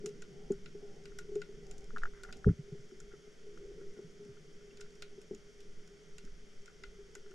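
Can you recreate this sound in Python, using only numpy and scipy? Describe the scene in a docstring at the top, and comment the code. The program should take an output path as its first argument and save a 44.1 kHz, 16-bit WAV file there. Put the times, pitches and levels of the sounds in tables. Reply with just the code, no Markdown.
"""A camera in a sealed housing sits in murky, shallow water, faintly hissing and whining.
The flow drives the housing's resonances as filtered noise and a wavering tone, with rumble and rocking below.
From the start, knocks ring its damped modes and shrimp snap near and far; soft purrs and hard taps follow.
Then the water surges, the wall is lightly rubbed, and a heavy bump rebounds amid softer shoves.
Late on come two faint 2.7 kHz pings, damped sine waves, the second with a snap."""
import sys
import numpy as np
from scipy import signal
from scipy.fft import rfft, irfft
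from scipy.io import wavfile
from scipy.ndimage import uniform_filter1d

SR = 44100
rng = np.random.default_rng(int(sys.argv[2]) if len(sys.argv) > 2 else 0)


def waveform_to_disk(signal):
    """Save audio, clipped to [-1, 1], as 16-bit WAV at the path in sys.argv[1]."""
    frames = np.transpose(np.atleast_2d(signal))
    scaled = np.clip(frames, -1, 1) * 32767
    samples = np.round(scaled).astype(np.int16)
    wavfile.write(sys.argv[1], SR, samples)


N = 323694
TIME = np.arange(N) / SR
AGE = TIME[:SR // 4]  # time since a blow [s]

# All levels in the tables are relative: the functions that use them may add trims.
# water flowing round the housing: (time [s], hum level [dB], low wash level [dB])
FLOW = [(0.0, -58, -57.5), (0.2, -60, -61), (0.62, -67, -60), (1.0, -63.5, -61.5), (1.55, -62.5, -60.5),
        (2.15, -67.5, -67), (2.85, -65.5, -64.5), (3.3, -69, -67.5), (3.65, -57, -65), (4.2, -67, -63.5),
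        (4.8, -65.5, -67.5), (5.85, -68.5, -67.5), (6.6, -71.5, -68), (7.34, -64.5, -70)]
# upper modes of the housing: (frequency [Hz], level [dB], T60 [s])
UPPER_MODES = [(590, -9.5, 0.1), (710, -4, 0.069), (852, 0.5, 0.031), (942, -5, 0.027)]
# clinking modes of the housing wall: (frequency [Hz], level [dB], T60 [s])
CLINK_MODES = [(1471, 10.5, 0.034), (1426, -3.5, 0.16), (1190, -6.5, 0.019), (1570, -9, 0.0047),
               (2080, -15, 0.024), (2810, -5.5, 0.02)]
# spectrum of a sharp crack: (frequency [Hz], density [dB per Hz])
CRACK_SPECTRUM = [(3600, -51), (4900, -3), (6000, -1.5), (7100, -1.5), (8400, -9), (10500, -28)]
# spectrum of the rustling wall: (frequency [Hz], density [dB per Hz])
SCUFF_SPECTRUM = [(800, -11), (1200, -10), (1400, 8), (1750, -7.5), (2030, 1), (2400, -22), (3500, -24)]


def amp(db):
    """Decibel definition: amplitude gain is ten to the power of dB / 20."""
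    return 10 ** (np.asarray(db) / 20)


def unit(x):
    """Normalisation by energy: scales to an rms of one."""
    return x / np.sqrt(np.mean(x ** 2) + 1e-30)


def read(points, hz):
    """Logarithmic frequency scale: interpolates a table along it."""
    f, value = np.transpose(points)
    return np.interp(np.log(hz + 1), np.log(f + 1), value)


def level(rows, index=1):
    """Amplitude envelope: gain over time from one dB column of a curve."""
    rows = np.array(rows)
    return amp(np.interp(TIME, rows[:, 0], rows[:, index]))


def add(mix, s, sound):
    """Linear superposition: mixes a sound in at time s."""
    part = mix[..., max(round(s * SR), 0):][..., :sound.shape[-1]]
    part += sound[..., :part.shape[-1]]


def swells(rows, taper):
    """Amplitude envelope: gain over time for rows of (start, end, dB), each fading in and out."""
    gain = np.zeros(N)
    for start, end, db in rows:
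        samples = max(round((end - start) * SR), 2)
        add(gain, start, amp(db) * signal.windows.tukey(samples, taper))
    return gain


def noise(spectrum, same, size=N, lag=0):
    """Partial coherence: coloured stereo noise; same is the sides' likeness, lag the left's delay [rad]."""
    hz = np.fft.rfftfreq(size, 1 / SR)
    mid, side = rfft(rng.standard_normal((2, size)))
    same = np.clip(same, -1, 1)
    mid = mid * np.sqrt(1 + same)
    side = side * np.sqrt(1 - same)
    rolloff = 1 + (hz / spectrum[-1][0]) ** 4  # falls away above the table's end
    colour = amp(read(spectrum, hz)) / rolloff
    left, right = (mid + side) * np.exp(-1j * lag), mid - side
    return unit(irfft(np.array([left, right]) * colour, size))


def ports(z, left_db, lead=0):
    """Level and phase differences: a complex vibration, left_db louder and lead [rad] earlier at the left."""
    tilt = amp(left_db / 2) * np.exp(.5j * lead)
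    return np.array([(z * tilt).real, (z / tilt).real])


def struck(modes, rise):
    """Modal decay: modes die exponentially after a blow that builds over rise [s]; complex, peak one."""
    z = sum(amp(db - 60 * AGE / t60) * np.exp(2j * np.pi * hz * AGE) for hz, db, t60 in modes)
    z = -1j * z * (1 - np.exp(-(AGE / rise) ** 2))
    return z / abs(z).max()


def wobble(hz, half):
    """Gaussian wave packet: a few cycles under a bell, centred in the span of AGE; complex."""
    t = AGE - AGE.mean()
    return np.exp(-(t / half) ** 2 + 2j * np.pi * hz * t)


def burst(spectrum, t60, tail_db, tail_t60, same, rise=0.0019):
    """Cavitation and scattering: a click with a dense head, and a weak tail from bed and surface."""
    head = amp(-60 * AGE / t60)
    tail = amp(tail_db - 60 * AGE / tail_t60)
    shape = (head + tail) * (1 - np.exp(-AGE / rise))
    return noise(spectrum, same, size=len(AGE)) * shape / shape.max()


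def electronics(hiss_db=-64.5, skirt_hz=150):
    """Phase modulation: a whine flutters at the camera's frame rate, amid a random-phase skirt and hiss."""
    whine_hz, frame_hz, flutter_rad = 4496, 30, 1.35
    # spectrum of the hiss: (frequency [Hz], density [dB per Hz])
    hiss_spectrum = [(100, 9), (600, 3), (1000, -7), (1430, 2), (1700, -2), (2050, 3), (2700, -6),
                     (3200, 1), (4200, -12.5), (5400, 0), (6700, -4.5), (8100, -14), (12400, -23.5),
                     (14000, -34)]
    # likeness of the two microphones: (frequency [Hz], likeness [0-1])
    hiss_likeness = [(100, 0.14), (900, 0.23), (1450, 0.95), (2100, 0.4), (2800, 0.55), (3300, 0.55),
                     (4100, 0.22), (5400, 0.96), (9000, 1)]
    # delay of the left microphone: (frequency [Hz], phase [rad])
    hiss_lag = [(500, 0.069), (750, 0.87), (1100, 1.37), (1450, 0.7), (2750, 0.83), (4300, 0.14)]
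    # whine: (harmonic number [-], tone level [dB], fuzzy skirt level [dB])
    whine = [(1, -88, -83.5), (2, -94, -93)]
    hz = np.fft.rfftfreq(N, 1 / SR)
    out = amp(hiss_db) * noise(hiss_spectrum, same=read(hiss_likeness, hz), lag=read(hiss_lag, hz))
    flutter = flutter_rad * np.sin(2 * np.pi * frame_hz * TIME)
    for harmonic, tone_db, skirt_db in whine:
        phase = 2 * np.pi * harmonic * whine_hz * TIME
        # a random walk of phase spreads the line over skirt_hz
        jitter = np.cumsum(rng.standard_normal(N)) * np.sqrt(2 * np.pi * skirt_hz / SR)
        out += amp(tone_db) * unit(np.sin(phase + flutter))
        out += amp(skirt_db) * unit(np.sin(phase + jitter))
    return out


def hum_core(swell_db=2.5):
    """Flow-sustained resonance: the main mode sings on, drifting a little in pitch and level."""
    tone_hz, drift_hz = 405, 4.5
    drift, swell = (unit(uniform_filter1d(row, size=3000)) for row in rng.standard_normal((2, N)))
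    phase = 2 * np.pi * np.cumsum(tone_hz + drift_hz * drift) / SR
    return unit(np.sin(phase) * amp(swell_db * swell))


def water(count=16):
    """Turbulent excitation: flow drives the resonances, rumble and rocking; eddies swell wash and rocking."""
    slowest_hz, fastest_hz = 1.182, 6.4  # range of eddy rates
    wash_eddy_db, rock_eddy_db = 0.5, 3.5  # rms depth of the swells
    # spectra of the four noises: (frequency [Hz], density [dB per Hz])
    hum_spectrum = [(230, -48), (310, -14.5), (345, -10.5), (388, -5), (405, 4), (427, -1), (455, -8),
                    (500, -19), (600, -24), (720, -70), (1000, -64.5)]
    wash_spectrum = [(60, -13), (110, -25.5), (135, -5.5), (165, -0.5), (195, -6), (230, -8.5),
                     (280, -17.5), (400, -29), (700, -50)]
    rumble_spectrum = [(10, -15), (24, 2.5), (34, -8), (48, -11), (68, -18), (110, -29), (250, -66)]
    rocking_spectrum = [(1.5, -5), (3.5, 1.5), (7, 1), (12, -16), (20, -34)]
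    # low rumble, in short flurries: (time [s], level [dB])
    rumble_level = [(0.0, -65), (0.2, -69), (0.55, -53.5), (0.92, -69), (1.15, -55), (1.5, -61.5),
                    (1.75, -52), (2.4, -54), (2.85, -71.5), (3.05, -58), (3.35, -74), (3.72, -53),
                    (4.15, -78), (4.65, -64), (5.22, -67), (5.42, -61), (6.1, -66.5), (6.35, -52.5),
                    (6.6, -78), (6.88, -52), (7.1, -62), (7.34, -79)]
    # slow rocking of the camera: (time [s], level [dB])
    sway = [(0.0, -52), (1.3, -50), (2.1, -44.5), (2.6, -54), (5.7, -54.5), (7.34, -52)]
    rates = np.geomspace(slowest_hz, fastest_hz, count)
    eddies = unit(sum(np.sin(2 * np.pi * (hz * TIME + rng.random())) for hz in rates))
    hum = amp(4.5) * noise(hum_spectrum, same=0.95) + amp(3) * hum_core()
    hum = hum * level(FLOW, index=1) * amp([[.3], [-.3]])  # left, right
    wash = noise(wash_spectrum, same=0.81) * level(FLOW, index=2) * amp(1.5 + wash_eddy_db * eddies)
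    rumble = noise(rumble_spectrum, same=0.96) * level(rumble_level)
    rocking = noise(rocking_spectrum, same=0.99) * level(sway) * amp(rock_eddy_db * eddies)
    return hum + wash + rumble + rocking


def knocks(cut_hz=135, count=6):
    """Impulsive modal excitation: dull blows ring the housing; the flow adds light nudges at random."""
    press_db_per_s = 255  # extra damping while something soft and heavy presses on the wall
    # upper modes under a usual knock, and the share of its extra dB that they follow
    upper_db, usual_knock_db, upper_follows = -60, -33, 0.81
    nudge_over_hum_db, nudge_body_db, nudge_rise_s = 17.5, -51.5, 0.0053
    # blows: (time [s], main ring level [dB], low body level [dB], build-up [s], ring pitch [Hz])
    blows = [(0.036, -34, -46.5, 0.012, 396.4), (0.065, -34, -56, 0.012, 410),
             (0.5026, -22, -31, 0.0052, 395), (0.747, -39.5, -62, 0.0063, 408),
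             (0.825, -42.5, -69, 0.009, 407), (1.288, -42.5, -66, 0.0082, 404),
             (1.314, -36.5, -65, 0.014, 402), (1.355, -26.5, -66, 0.011, 408.4),
             (1.487, -43, -58, 0.01, 402), (2.4585, -34.5, -49, 0.003, 403),
             (2.4688, -20.5, -22.5, 0.0051, 414), (2.714, -44, -52, 0.013, 402),
             (2.749, -45.5, -66, 0.004, 404), (2.916, -45.5, -53.5, 0.011, 378),
             (3.133, -42.5, -62, 0.0062, 405.3), (3.27, -48.5, -65, 0.0079, 415),
             (3.464, -46, -73, 0.005, 418), (3.713, -45, -67, 0.004, 398), (3.812, -43, -60, 0.0041, 397),
             (3.97, -45, -49, 0.0045, 399), (3.989, -38, -53, 0.0038, 397), (4.097, -75, -74, 0.018, 380),
             (4.199, -45, -57, 0.03, 408), (4.279, -52, -66, 0.015, 391), (4.72, -50.5, -55.5, 0.0099, 400),
             (5.176, -42, -52, 0.009, 400), (5.309, -32.5, -41.5, 0.0037, 395.6),
             (5.328, -37.5, -46, 0.0093, 401), (6.818, -56, -81, 0.017, 398), (6.983, -50, -75, 0.015, 402),
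             (7.164, -48, -61, 0.0094, 407), (7.258, -50, -71, 0.014, 410.7),
             (7.304, -50.5, -68, 0.017, 382)]
    # main and low modes of the housing: (frequency [Hz], level [dB], T60 [s])
    ring_modes = [(401.4, -7, 0.15), (382.6, 0.5, 0.046)]
    body_modes = [(189, 1.5, 0.079), (219.2, 0, 0.12), (305, -1, 0.081)]
    main_hz = ring_modes[0][0]
    flow_s, flow_db, _ = np.transpose(FLOW)
    nudges = []
    for s in rng.random(count) * N / SR:
        nudge_db = np.interp(s, flow_s, flow_db) + nudge_over_hum_db
        nudges.append((s, nudge_db, nudge_body_db, nudge_rise_s, main_hz))
    ring, body = np.zeros((2, N), complex)
    for s, ring_db, body_db, rise, hz in blows + nudges:
        detune = np.exp(2j * np.pi * (hz - main_hz) * AGE)
        pressed = amp(-press_db_per_s * amp(body_db - ring_db) * AGE)
        add(ring, s, amp(ring_db) * struck(ring_modes, rise) * detune * pressed)
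        overtone_db = upper_db + upper_follows * (ring_db - usual_knock_db)
        add(ring, s, amp(overtone_db) * struck(UPPER_MODES, rise / 2))
        add(body, s, amp(body_db + 1.0) * struck(body_modes, rise / 2))
    # so light a blow flexes the shell without moving the whole camera
    body = signal.sosfilt(signal.butter(4, cut_hz, "high", fs=SR, output="sos"), body + 1e-12)
    return ports(ring + body, left_db=1.6)


def snap(crack_db, low_hz, low_db, high_hz, high_db, middle_db, shell_db, clink_db):
    """Cavitation exciting a structure: a crack and two brief pings, then the housing wall's answer."""
    # spectra of the crack's fizz and middle band: (frequency [Hz], density [dB per Hz])
    fizz_spectrum = [(7000, -8.5), (9000, -3.5), (10500, -8.5), (12000, -14), (13700, -14.5), (15000, -40)]
    middle_spectrum = [(600, -9), (1100, -38), (2000, -3), (2400, 0.5), (2750, 2.5), (3150, -5.5),
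                       (3800, 0), (4400, -3), (6000, -18)]
    # ringing modes of the shell: (frequency [Hz], level [dB], T60 [s])
    shell_modes = [(2000, 8, 0.034), (2050, 1, 0.097), (2690, 1, 0.034), (3660, -17, 0.011)]
    x = amp(crack_db - 9.0) * burst(CRACK_SPECTRUM, t60=0.021, tail_db=-8.0, tail_t60=0.097,
                                    same=0.96, rise=0.00052)
    x += amp(crack_db - 10.5) * burst(fizz_spectrum, t60=0.009, tail_db=-19.5, tail_t60=0.12,
                                      same=0.83, rise=0.00065)
    x += amp(low_db) * ports(struck([(low_hz, 0, .011)], rise=0.00041), left_db=-4.5, lead=.2)
    x += amp(high_db) * ports(struck([(high_hz, 0, .012)], rise=0.00015), left_db=-1.5, lead=0.14)
    x += amp(middle_db - 2.0) * burst(middle_spectrum, t60=0.021, tail_db=-13.0, tail_t60=0.17,
                                      same=0.3, rise=0.00098)
    shell = ports(struck(shell_modes, rise=0.00089), left_db=9.0, lead=0.93)
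    add(x, .0007, amp(shell_db - 9.5) * shell)
    clink = ports(struck(CLINK_MODES, rise=0.0013), left_db=4.5, lead=0.4)
    add(x, .0021, amp(clink_db) * clink)
    # echoes from bed and surface keep the wall rustling a little longer
    x += amp(clink_db - 9) * burst(SCUFF_SPECTRUM, t60=.025, tail_db=-8, tail_t60=.18, same=.6, rise=.0005)
    return x


def shrimp(count=14):
    """Impulsive cavitation sources: near snaps, and a scatter of far ones barely over the hiss."""
    faintest_db, spread_db = -69, 7  # faintest far snap, and the range above it
    far_ping_db, far_wall_db = 0.5, -9  # against a far snap's crack
    # near snaps: (time [s], crack level [dB], low ping frequency [Hz], low ping level [dB],
    # high ping frequency [Hz], high ping level [dB], middle band level [dB], shell ring level [dB],
    # wall clink level [dB])
    near = [(0.0597, -37.5, 5800, -38.5, 6940, -37, -49.5, -50, -52),
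            (0.0908, -57, 5050, -57, 6410, -55, -66, -61, -78),
            (0.221, -50, 5720, -53, 7140, -47.5, -54, -60, -48.5),
            (0.52, -49.5, 5900, -59, 6960, -44, -72, -74, -56),
            (0.659, -71, 5200, -55, 6900, -57, -51.5, -49, -52),
            (1.055, -53, 4750, -53, 7300, -59, -53.5, -47, -55),
            (1.1867, -41, 5570, -49, 7050, -57, -52, -47, -42),
            (1.3547, -54, 5710, -61, 6980, -47.5, -58, -60, -56),
            (1.4173, -52.5, 4880, -49, 6960, -48, -49, -39, -43.5),
            (1.712, -49.5, 5550, -60, 7200, -43.5, -56, -66, -63),
            (1.7806, -51.5, 5550, -70, 6950, -50.5, -76, -78, -80),
            (1.9813, -51.5, 4650, -57.5, 7350, -70, -53, -53, -49),
            (2.2345, -45.5, 4480, -51, 7360, -49, -55.5, -57, -43),
            (2.3257, -47.5, 4870, -45, 7100, -48.5, -48, -63, -52),
            (2.369, -54, 5800, -75, 7400, -69, -81, -78, -77),
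            (3.002, -51, 5800, -57, 7000, -45, -65, -69, -56),
            (4.772, -58, 4630, -56, 6930, -55, -60, -59, -66),
            (4.808, -49, 5200, -54, 7300, -51, -70, -70, -72),
            (4.811, -51, 5830, -50, 6920, -48, -53, -62, -52),
            (5.0219, -45.5, 5050, -44, 7140, -45, -44, -56, -47.5),
            (5.215, -52, 5800, -68, 7500, -70, -63, -70, -67),
            (5.348, -54, 5450, -64, 6910, -48.5, -64, -64, -78),
            (5.6046, -53, 5820, -68, 6900, -60, -61, -72, -80),
            (6.1823, -48, 6000, -60, 7300, -48, -53.5, -54, -58.5),
            (6.6586, -58, 5600, -54, 7210, -52, -61, -63, -70),
            (6.677, -64, 5630, -70, 6630, -70, -63, -65, -51),
            (6.8361, -57, 5060, -49, 6920, -53, -49.5, -34.5, -46),
            (7.152, -45.5, 6100, -56, 7000, -40.5, -57.5, -41, -47.5)]
    # far snaps that stand out of the hiss: (time [s], level [dB])
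    distinct = [(1.667, -60), (1.8078, -63), (1.8425, -59), (4.2494, -64), (4.954, -61), (5.875, -58.5),
                (6.2507, -58), (7.3108, -60)]
    faint = [(when * N / SR, faintest_db + spread_db * size) for when, size in rng.random((count, 2))]
    far = []
    for s, db in distinct + faint:
        low, high = rng.random(2)
        ping_db, wall_db = db + far_ping_db, db + far_wall_db
        low_hz, high_hz = 4500 + 1600 * low, 6500 + 900 * high
        far.append((s, db, low_hz, ping_db, high_hz, ping_db, wall_db, wall_db, wall_db))
    out = np.zeros((2, N))
    for s, *row in near + far:
        add(out, s, snap(*row))
    return out


def purrs():
    """Band-limited noise under a smooth envelope: soft, narrow purrs in the water, equal in level."""
    length_s, purr_db = 0.292, -64.5
    # start of each purr: (time [s])
    starts = [.28, .755, 1.605, 2.22]
    # spectrum of a purr: (frequency [Hz], density [dB per Hz])
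    purr_spectrum = [(520, -8.5), (690, -10), (780, -1), (880, -15.5), (1020, -22)]
    rows = [(s, s + length_s, purr_db) for s in starts]
    return noise(purr_spectrum, same=0.41) * swells(rows, taper=0.52)


def taps():
    """Contact damping: a brief pip, then a choked wall ring; cracks grow faster than the force."""
    damp_db_per_s = 650  # the touch itself damps the wall's ring
    reference_crack_db, reference_tap_db, crack_growth = -54, -24, 1.5  # growth: dB gained per dB of force
    # small hard taps: (time [s], pip level [dB], ring level [dB], pip pitch [Hz])
    touches = [(1.12, -54, -57, 1510), (1.9056, -46, -55, 1370), (1.9625, -32.5, -43, 1430),
               (1.9706, -31.5, -44, 1410), (2.0345, -25.5, -36, 1505), (2.055, -31, -39, 1440),
               (2.136, -52, -62, 1390), (2.175, -53, -61, 1420), (2.249, -42, -53, 1470),
               (2.4444, -33, -45, 1470), (2.4893, -42, -46, 1430), (2.912, -57, -63, 1470),
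               (3.574, -51.5, -51, 1370), (4.369, -62, -57, 1460), (4.609, -58, -62, 1410),
               (4.799, -54.5, -56, 1490), (6.2761, -55.5, -68, 1500), (6.701, -55, -61, 1420),
               (7.262, -57, -56, 1430), (7.316, -58, -54, 1460)]
    out, cracks = np.zeros(N, complex), np.zeros((2, N))
    for s, db, ring_db, hz in touches:
        add(out, s + 0.00109 - AGE.mean(), amp(db + 0.5) * wobble(hz, half=.001))
        add(out, s + 0.00246, amp(ring_db - damp_db_per_s * AGE) * struck(CLINK_MODES, rise=0.00013))
        add(out, s + 0.00084, amp(db - 27.0) * struck(UPPER_MODES, rise=0.0031))
        crack_db = reference_crack_db + crack_growth * (db - reference_tap_db)
        crack = burst(CRACK_SPECTRUM, t60=0.017, tail_db=-21.5, tail_t60=.05, same=0.81, rise=0.0007)
        add(cracks, s, amp(crack_db) * crack)
    return ports(out, left_db=3.0, lead=1.0) + cracks


def surge():
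    """Pressure reversal: among the taps the water pulls at the camera, then turns sharply and pushes."""
    middle_s, surge_db, turn_s, length_s = 2.024, -30, .008, .065
    t = TIME - middle_s
    return amp(surge_db) * np.tanh(t / turn_s) * np.exp(-(t / length_s) ** 2)


def rub():
    """Frictional noise: irregular grain modulates a fine rasp on the wall, mostly between the taps."""
    # light strokes along the housing: (start [s], end [s], level [dB])
    strokes = [(2.016, 2.027, -54), (2.027, 2.034, -53), (2.058, 2.078, -55), (2.134, 2.222, -62.5),
               (2.235, 2.284, -65), (2.284, 2.31, -54.5), (2.478, 2.52, -62), (3.112, 3.156, -64.5),
               (3.795, 3.835, -67), (3.963, 3.995, -67), (4.845, 4.868, -67)]
    grain_db = 3 * unit(uniform_filter1d(rng.standard_normal(N), size=110))
    rasp = unit(noise(SCUFF_SPECTRUM, same=0.84) * amp(grain_db))
    return rasp * swells(strokes, taper=0.096) * amp([[-.5], [-2.5]])  # left, right


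def jolt():
    """Damped oscillation on a mount: after a soft first pull the camera heaves and rebounds."""
    lead_in_s, lead_in_db, lead_in_length_s = 2.4615, -32, .007
    heave_db, heave_rise_s = -24, 0.032
    jolt_rise_s, jolt_t60_s = 0.0036, 0.024
    # the heavy bump and its rebounds: (time [s], level [dB], pitch [Hz])
    rebounds = [(2.4655, -12, 119), (2.481, -18, 126), (2.4949, -16.5, 144), (2.506, -22.5, 149),
                (2.5127, -30, 147), (2.531, -42, 150)]
    # heaving modes of the camera: (frequency [Hz], level [dB], T60 [s])
    heave_modes = [(68.4, 0, 0.1), (31.8, -1, 0.08)]
    out = -amp(lead_in_db) * np.exp(-((TIME - lead_in_s) / lead_in_length_s) ** 2)
    add(out, rebounds[0][0], amp(heave_db) * struck(heave_modes, heave_rise_s).real)
    for s, db, hz in rebounds:
        add(out, s, amp(db) * struck([(hz, 0, jolt_t60_s)], jolt_rise_s).real)
    return out


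def bumps():
    """Heavy damping by water: soft shoves sag in pitch and die soon; both microphones move together."""
    rise_s, t60_s, sag_hz_per_s = 0.0096, 0.055, 280
    # soft shoves, the first within the heavy bump: (time [s], level [dB], starting pitch [Hz])
    shoves = [(2.4816, -25, 94), (2.588, -36, 152), (2.719, -36.5, 152), (2.79, -47, 145),
              (4.041, -44.5, 164), (4.286, -48, 136), (4.305, -57, 85)]
    out = np.zeros(N)
    sag = np.exp(-1j * np.pi * sag_hz_per_s * AGE ** 2)
    for s, db, hz in shoves:
        add(out, s, amp(db) * (struck([(hz, 0, t60_s)], rise_s) * sag).real)
    return out


def faint_pings():
    """Single-mode decay: each faint ping is one damped sine wave."""
    ping_hz, t60_s = 2745, .035
    # faint pings, the second with a snap: (time [s], level [dB])
    pings = [(4.707, -60), (6.183, -58)]
    out = np.zeros(N)
    for s, db in pings:
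        add(out, s, amp(db) * struck([(ping_hz, 0, t60_s)], rise=0.0023).real)
    return out


def scene():
    """Linear superposition: everything that reaches the two microphones."""
    steady = electronics() + water()
    contacts = knocks() + taps() + rub() + jolt() + bumps()
    in_water = shrimp() + purrs() + surge()
    return steady + contacts + in_water + faint_pings()


def record(dry):
    """Band limitation: a linear-phase low-pass filter sets the recorder's upper edge."""
    edge_hz = 15200
    lowpass = signal.firwin(511, edge_hz, window=("kaiser", 9), fs=SR)
    return signal.oaconvolve(dry, lowpass[None], "same")


dry = scene()
out = record(dry)
waveform_to_disk(out)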